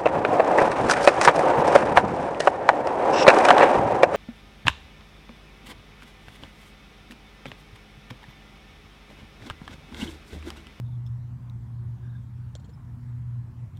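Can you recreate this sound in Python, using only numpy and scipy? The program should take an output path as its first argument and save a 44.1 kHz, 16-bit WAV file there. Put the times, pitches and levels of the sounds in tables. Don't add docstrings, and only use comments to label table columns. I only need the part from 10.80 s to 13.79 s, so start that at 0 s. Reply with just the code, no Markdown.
import sys
import numpy as np
from scipy import signal
from scipy.io import wavfile
from scipy.ndimage import uniform_filter1d

SR = 44100
rng = np.random.default_rng(int(sys.argv[2]) if len(sys.argv) > 2 else 0)


def natural_amplitude(level_db):
    exponent = np.asarray(level_db, float) / 20
    return 10 ** exponent


def pcm_store(signal):
    levels = np.round(np.clip(np.atleast_2d(signal), -1, 1) * 32767)
    wavfile.write(sys.argv[1], SR, levels.astype(np.int16).T)


N = 131859

# t/s, f/Hz, level/dB
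HUM_PATH = [(0, 120.7, -34), (0.349, 120.3, -32), (0.387, 120.5, -36), (0.549, 120.1, -35),
            (.62, 121.2, -44), (.77, 118.5, -35), (0.871, 118.8, -45), (.94, 118.3, -34.5),
            (1.37, 120.3, -35.5), (1.419, 119.1, -42), (1.68, 121.5, -35), (1.82, 120.1, -54),
            (2.11, 119.7, -39.5), (2.199, 120.7, -42.5), (2.269, 121.8, -36), (2.57, 119.8, -31),
            (2.71, 119.5, -43.5), (2.745, 119.5, -39), (2.845, 119, -35), (2.885, 118, -66),
            (2.915, 119.6, -53), (2.95, 117.9, -42.5), (2.99, 116.2, -35)]
# t/s, level/dB
HUM_SECOND = [(0, -63.5), (.5, -58.5), (1.0, -57), (1.4, -56.5), (1.8, -81), (2.2, -54), (2.7, -58),
              (2.99, -62)]
# t/s, level/dB
HUM_THIRD = [(0, -77), (.77, -74.5), (.93, -84), (1.03, -62.5), (1.14, -80.5), (1.23, -64.5), (1.34, -81.5),
             (2.5, -84.5), (2.76, -66), (2.82, -81), (2.99, -70)]
# t/s, burst level/dB, spread/s, thump level/dB, ring level/dB
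HIT_EVENTS = [
    (1.7500, -60, .002, -75, -62),
    (1.7521, -37, .0007, -38, -46),
    (1.7535, -51, 0.0058, -68, -50),
    (1.7605, -60, 0.00062, -54, -62),
    (1.792, -63, 0.0084, -70, -59),
    (1.841, -60, .007, -70, -57),
    (1.853, -70, .004, -75, -63),
    (1.887, -63, .009, -70, -61),
    (1.897, -70, .005, -75, -63),
]
# f/Hz, level/dB, t60/s
CRACK_MODES = [(2080, -8, .008), (2700, -9, .004), (3240, -4, .009), (3750, -5, .005), (4300, -3, .007),
               (5010, -3, .006), (5720, -1, .005), (6200, -2, .004), (6690, 0, .006), (7300, -2, .005),
               (7920, -6, .006), (9010, -11, .005), (12000, -26, .003)]
# f/Hz, level/dB, t60/s
THUMP_MODES = [(466, -2, 0.026), (600, 9, 0.014), (900, -25, 0.012), (1300, -5, .015)]
# f/Hz, level/dB, t60/s
RING_MODES = [(7080, 0, .032), (6680, -4, .025), (7500, -6, .025), (7900, -7, .025), (3240, -2, .025),
              (3660, -5, .02), (4290, -4, .022)]
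# t/s, level/dB, rise/s, f/Hz
KNOCK_EVENTS = [
    (1.796, -57, .006, 570),
    (1.840, -55, .005, 420),
    (1.886, -50, .007, 470),
    (1.888, -56, .004, 590),
    (1.897, -57, .005, 490),
    (1.345, -56, .011, 1625),
]
# t/s, level/dB, spread/s, centre f/Hz, width/Hz
TICK_EVENTS = [(.2643, -49, .0016, 3450, 600), (.2688, -57, .0012, 3400, 900),
               (.2737, -57, .0016, 3600, 1100), (.2777, -60, .0012, 3500, 1200),
               (.6979, -48, .0009, 3750, 900), (.6976, -54, .0008, 2400, 900),
               (2.951, -63, .002, 3300, 900), (2.962, -63, .008, 3600, 1600),
               (2.9716, -48.5, .0012, 3250, 1200), (2.9718, -57, .001, 4200, 900),
               (2.9755, -59, .002, 3200, 700), (2.981, -64, .002, 3300, 700)]
# f/Hz, level/dB, t60/s
CASE_MODES = [(1900, -2, .006), (6050, 0, .005), (6950, -3, .006), (8100, -3, .004), (9300, -8, .004),
              (11100, -9, .004), (13300, -5, .005), (15200, -5, .005)]
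# t/s, length/s, top f/Hz, level/dB
CHIP_EVENTS = [
    (.2575, .031, 5350, -63.5),
    (1.9315, .026, 5340, -63.5),
]
# t/s, length/s, start f/Hz, end f/Hz, level/dB
FAR_CALLS = [(.04, .07, 3650, 3450, -73), (.095, .085, 3600, 3350, -72.5), (.29, .06, 3500, 3800, -82),
             (.38, .07, 3900, 3900, -81), (1.205, .175, 1670, 1620, -68.5), (1.21, .09, 3700, 3500, -77),
             (1.24, .04, 5700, 5700, -81), (1.29, .04, 3720, 3680, -73), (1.33, .065, 3570, 3550, -72),
             (1.225, .04, 1650, 1550, -66), (1.255, .04, 1450, 1400, -69), (1.40, .05, 3400, 3300, -78)]
# f/Hz, level per Hz/dB
RUMBLE_SHAPE = [(24, -45.5), (45, -9.5), (72, 4), (105, 4.5), (200, -8), (300, -20.5), (420, -34.5),
                (700, -62.5)]
# f/Hz, level per Hz/dB
WASH_SHAPE = [(200, 1.5), (500, -4.5), (950, 0.5), (1700, -7), (2600, -15), (5000, -21.5), (10000, -25.5),
              (16000, -32)]
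# t/s, level/dB
TRAFFIC_SWELL = [(0, 2.5), (.3, -1), (.55, 0.2), (.8, -0.5), (1.2, 0), (1.55, 0), (1.95, 1.5), (2.4, -1),
                 (2.75, 0.4), (2.88, -2.5), (2.99, 3)]

HUM_FUZZ, FUZZ_WIDTH = .15, 9
THUMP_LAG, SNAP_S = 0.00079, 0.003
SCUFF_DB = -9
TICK_WIDE_DB, TICK_CLEAN = -5, .75
CHIP_RISE, CHIP_FALL, CHIP_PEAK = .06, .1, .36
FAR_WIDTH = .09
RUMBLE_DB, WASH_DB = -42, -62
TYRE_HZ, TYRE_WANDER, TYRE_WIDTH, TYRE_DB = 930, .07, 150, -75.5
TOP_HZ, TOP_WIDTH, TOP_DB = 15450, 300, 4
DIP_HZ, DIP_WIDTH, DIP_DB = 10400, 400, -3


def evened(x):
    return x / np.sqrt(np.mean(x ** 2) + 1e-20)


def add(mix, s, sound):
    part = mix[round(s * SR):][:len(sound)]
    part += sound[:len(part)]


def resonate(x, hz, width):
    turn = np.exp(2j * np.pi * np.cumsum(hz * np.ones(len(x))) / SR)
    r = np.exp(-np.pi * width / SR)
    return 2 * (turn * signal.lfilter([1 - r], [1, -r], x / turn + 1e-18)).real


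def twice(x, hz, width):
    return resonate(resonate(x, hz, width), hz, width)


def wander(t, rates):
    return np.array([np.sin(2 * np.pi * (f * t + rng.random())) for f in rates])


def hum():
    t = np.arange(N) / SR
    s, hz, db = np.transpose(HUM_PATH)
    hz = np.interp(t, s, hz)
    levels = [np.interp(t, s, db)]
    levels += [np.interp(t, *np.transpose(table)) for table in (HUM_SECOND, HUM_THIRD)]
    out = np.zeros(N)
    for k, level in enumerate(levels, 1):
        pitch = hz if k == 1 else k * np.median(hz) * np.ones(N)
        fuzz = evened(twice(rng.standard_normal(N), pitch, FUZZ_WIDTH))
        tone = np.sqrt(2) * np.cos(2 * np.pi * np.cumsum(pitch) / SR)
        share = HUM_FUZZ * k ** 2
        out += natural_amplitude(uniform_filter1d(level, size=900)) * (tone + share * fuzz) / np.hypot(1, share)
    return out


def puff(spread):
    u = np.arange(4000) / SR / spread
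    return rng.standard_normal(len(u)) * u ** 2 * np.exp(-2.5 * u)


def modes(drive, table):
    t = np.arange(len(drive)) / SR
    body = np.zeros(len(t))
    for k, (hz, db, t60) in enumerate(table):
        body += (-1) ** k * natural_amplitude(db - 60 * t / t60) * np.sin(2 * np.pi * hz * t)
    out = signal.fftconvolve(drive, body)[:len(t)]
    return out / abs(out).max()


def hit(start, burst_db, spread, thump_db, ring_db):
    burst = puff(spread)
    i = np.arange(len(burst))
    snappy = np.exp(-spread / SNAP_S)
    clicks = np.isin(i, np.round(spread * SR * np.array([.2, 1.3])))
    burst = burst / np.linalg.norm(burst) + snappy * clicks
    push = np.exp(-((i / SR - THUMP_LAG - spread / 2) / 0.000088) ** 2)
    crack = natural_amplitude(burst_db) * modes(uniform_filter1d(burst, size=2), CRACK_MODES)
    thump = natural_amplitude(thump_db) * modes(push, THUMP_MODES)
    scuff = natural_amplitude(burst_db + SCUFF_DB) * (1 - snappy) ** 2 * burst / abs(burst).max()
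    ring = natural_amplitude(ring_db) * modes(burst, RING_MODES)
    return start, crack - thump + scuff + ring


def knock(start, db, rise, hz):
    t = np.arange(4000) / SR
    out = (t / rise) ** 2 * np.exp(-2.5 * t / rise) * np.sin(2 * np.pi * hz * t)
    return start, natural_amplitude(db) * out / abs(out).max()


def tick(start, db, spread, hz, width):
    burst = puff(spread)
    u = np.arange(4000) / SR / spread
    rough = twice(burst, hz, width)
    tone = u * np.exp(-1.7 * u) * np.sin(2 * np.pi * hz * spread * u)
    click = np.arange(4000) == round(.3 * spread * SR)
    snap = click + .5 * burst / np.linalg.norm(burst)
    out = TICK_CLEAN * tone / abs(tone).max() + (1 - TICK_CLEAN) * rough / abs(rough).max()
    return start, natural_amplitude(db) * (out + natural_amplitude(TICK_WIDE_DB) * modes(snap, CASE_MODES))


def chip(start, length, top_hz, db):
    u = np.arange(0, length, 1 / SR) / length
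    rise = CHIP_RISE * (1 - u / CHIP_PEAK) ** 2
    fall = CHIP_FALL * ((u - CHIP_PEAK) / (1 - CHIP_PEAK)) ** 2
    hz = top_hz * (1 - np.where(u < CHIP_PEAK, rise, fall))
    swell = np.sin(np.pi * u ** .7) ** 1.2
    return start, natural_amplitude(db) * swell * np.sin(2 * np.pi * np.cumsum(hz) / SR)


def far_call(start, length, from_hz, to_hz, db):
    u = np.arange(0, length, 1 / SR) / length
    hz = from_hz + (to_hz - from_hz) * u
    whistle = evened(twice(rng.standard_normal(len(u)), hz, FAR_WIDTH * from_hz))
    return start, natural_amplitude(db) * np.sqrt(np.sin(np.pi * u)) * whistle


def air(shape, patchy_db, swell_db, size):
    hop = size // 4
    frames, hz = N // hop + 5, np.fft.rfftfreq(size, 1 / SR)
    a, b, patches = rng.standard_normal((frames, len(hz), 3)).T
    patches = uniform_filter1d(uniform_filter1d(patches, size=12, axis=0), size=12, axis=1)
    rates = np.geomspace(.3, 4, num=20)
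    swell = evened((1 / np.sqrt(rates)) @ wander(np.arange(frames) * hop / SR, rates))
    f, level = np.transpose(shape)
    colour = np.interp(np.log(hz + 1), np.log(f), level)
    colour += TOP_DB * np.exp(-((hz - TOP_HZ) / TOP_WIDTH) ** 2)
    colour += DIP_DB * np.exp(-((hz - DIP_HZ) / DIP_WIDTH) ** 2)
    z = (a + 1j * b) * natural_amplitude(colour[:, None] + patchy_db * evened(patches) + swell_db * swell)
    return evened(signal.istft(z, nperseg=size, noverlap=size - hop)[1][:N])


def rumble():
    passing_db = np.interp(np.arange(N) / SR, *np.transpose(TRAFFIC_SWELL))
    return natural_amplitude(RUMBLE_DB + passing_db) * air(RUMBLE_SHAPE, patchy_db=0.27, swell_db=-0.08, size=4096)


def wash():
    return natural_amplitude(WASH_DB) * air(WASH_SHAPE, patchy_db=1.92, swell_db=0.3, size=1024)


def tyres():
    drift = evened(wander(np.arange(N) / SR, np.geomspace(.5, 6, num=12)).sum(0))
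    hz = TYRE_HZ * (1 + TYRE_WANDER * drift)
    return natural_amplitude(TYRE_DB) * evened(twice(rng.standard_normal(N), hz, TYRE_WIDTH))


def scene():
    mix = hum() + rumble() + wash() + tyres()
    events = ((HIT_EVENTS, hit), (KNOCK_EVENTS, knock), (TICK_EVENTS, tick),
              (CHIP_EVENTS, chip), (FAR_CALLS, far_call))
    for table, source in events:
        for row in table:
            add(mix, *source(*row))
    return mix[None]


def top_cut(x):
    return signal.sosfilt(signal.butter(12, 15760, fs=SR, output="sos"), x)


def record(dry):
    return top_cut(dry)


dry = scene()
out = record(dry)
pcm_store(out)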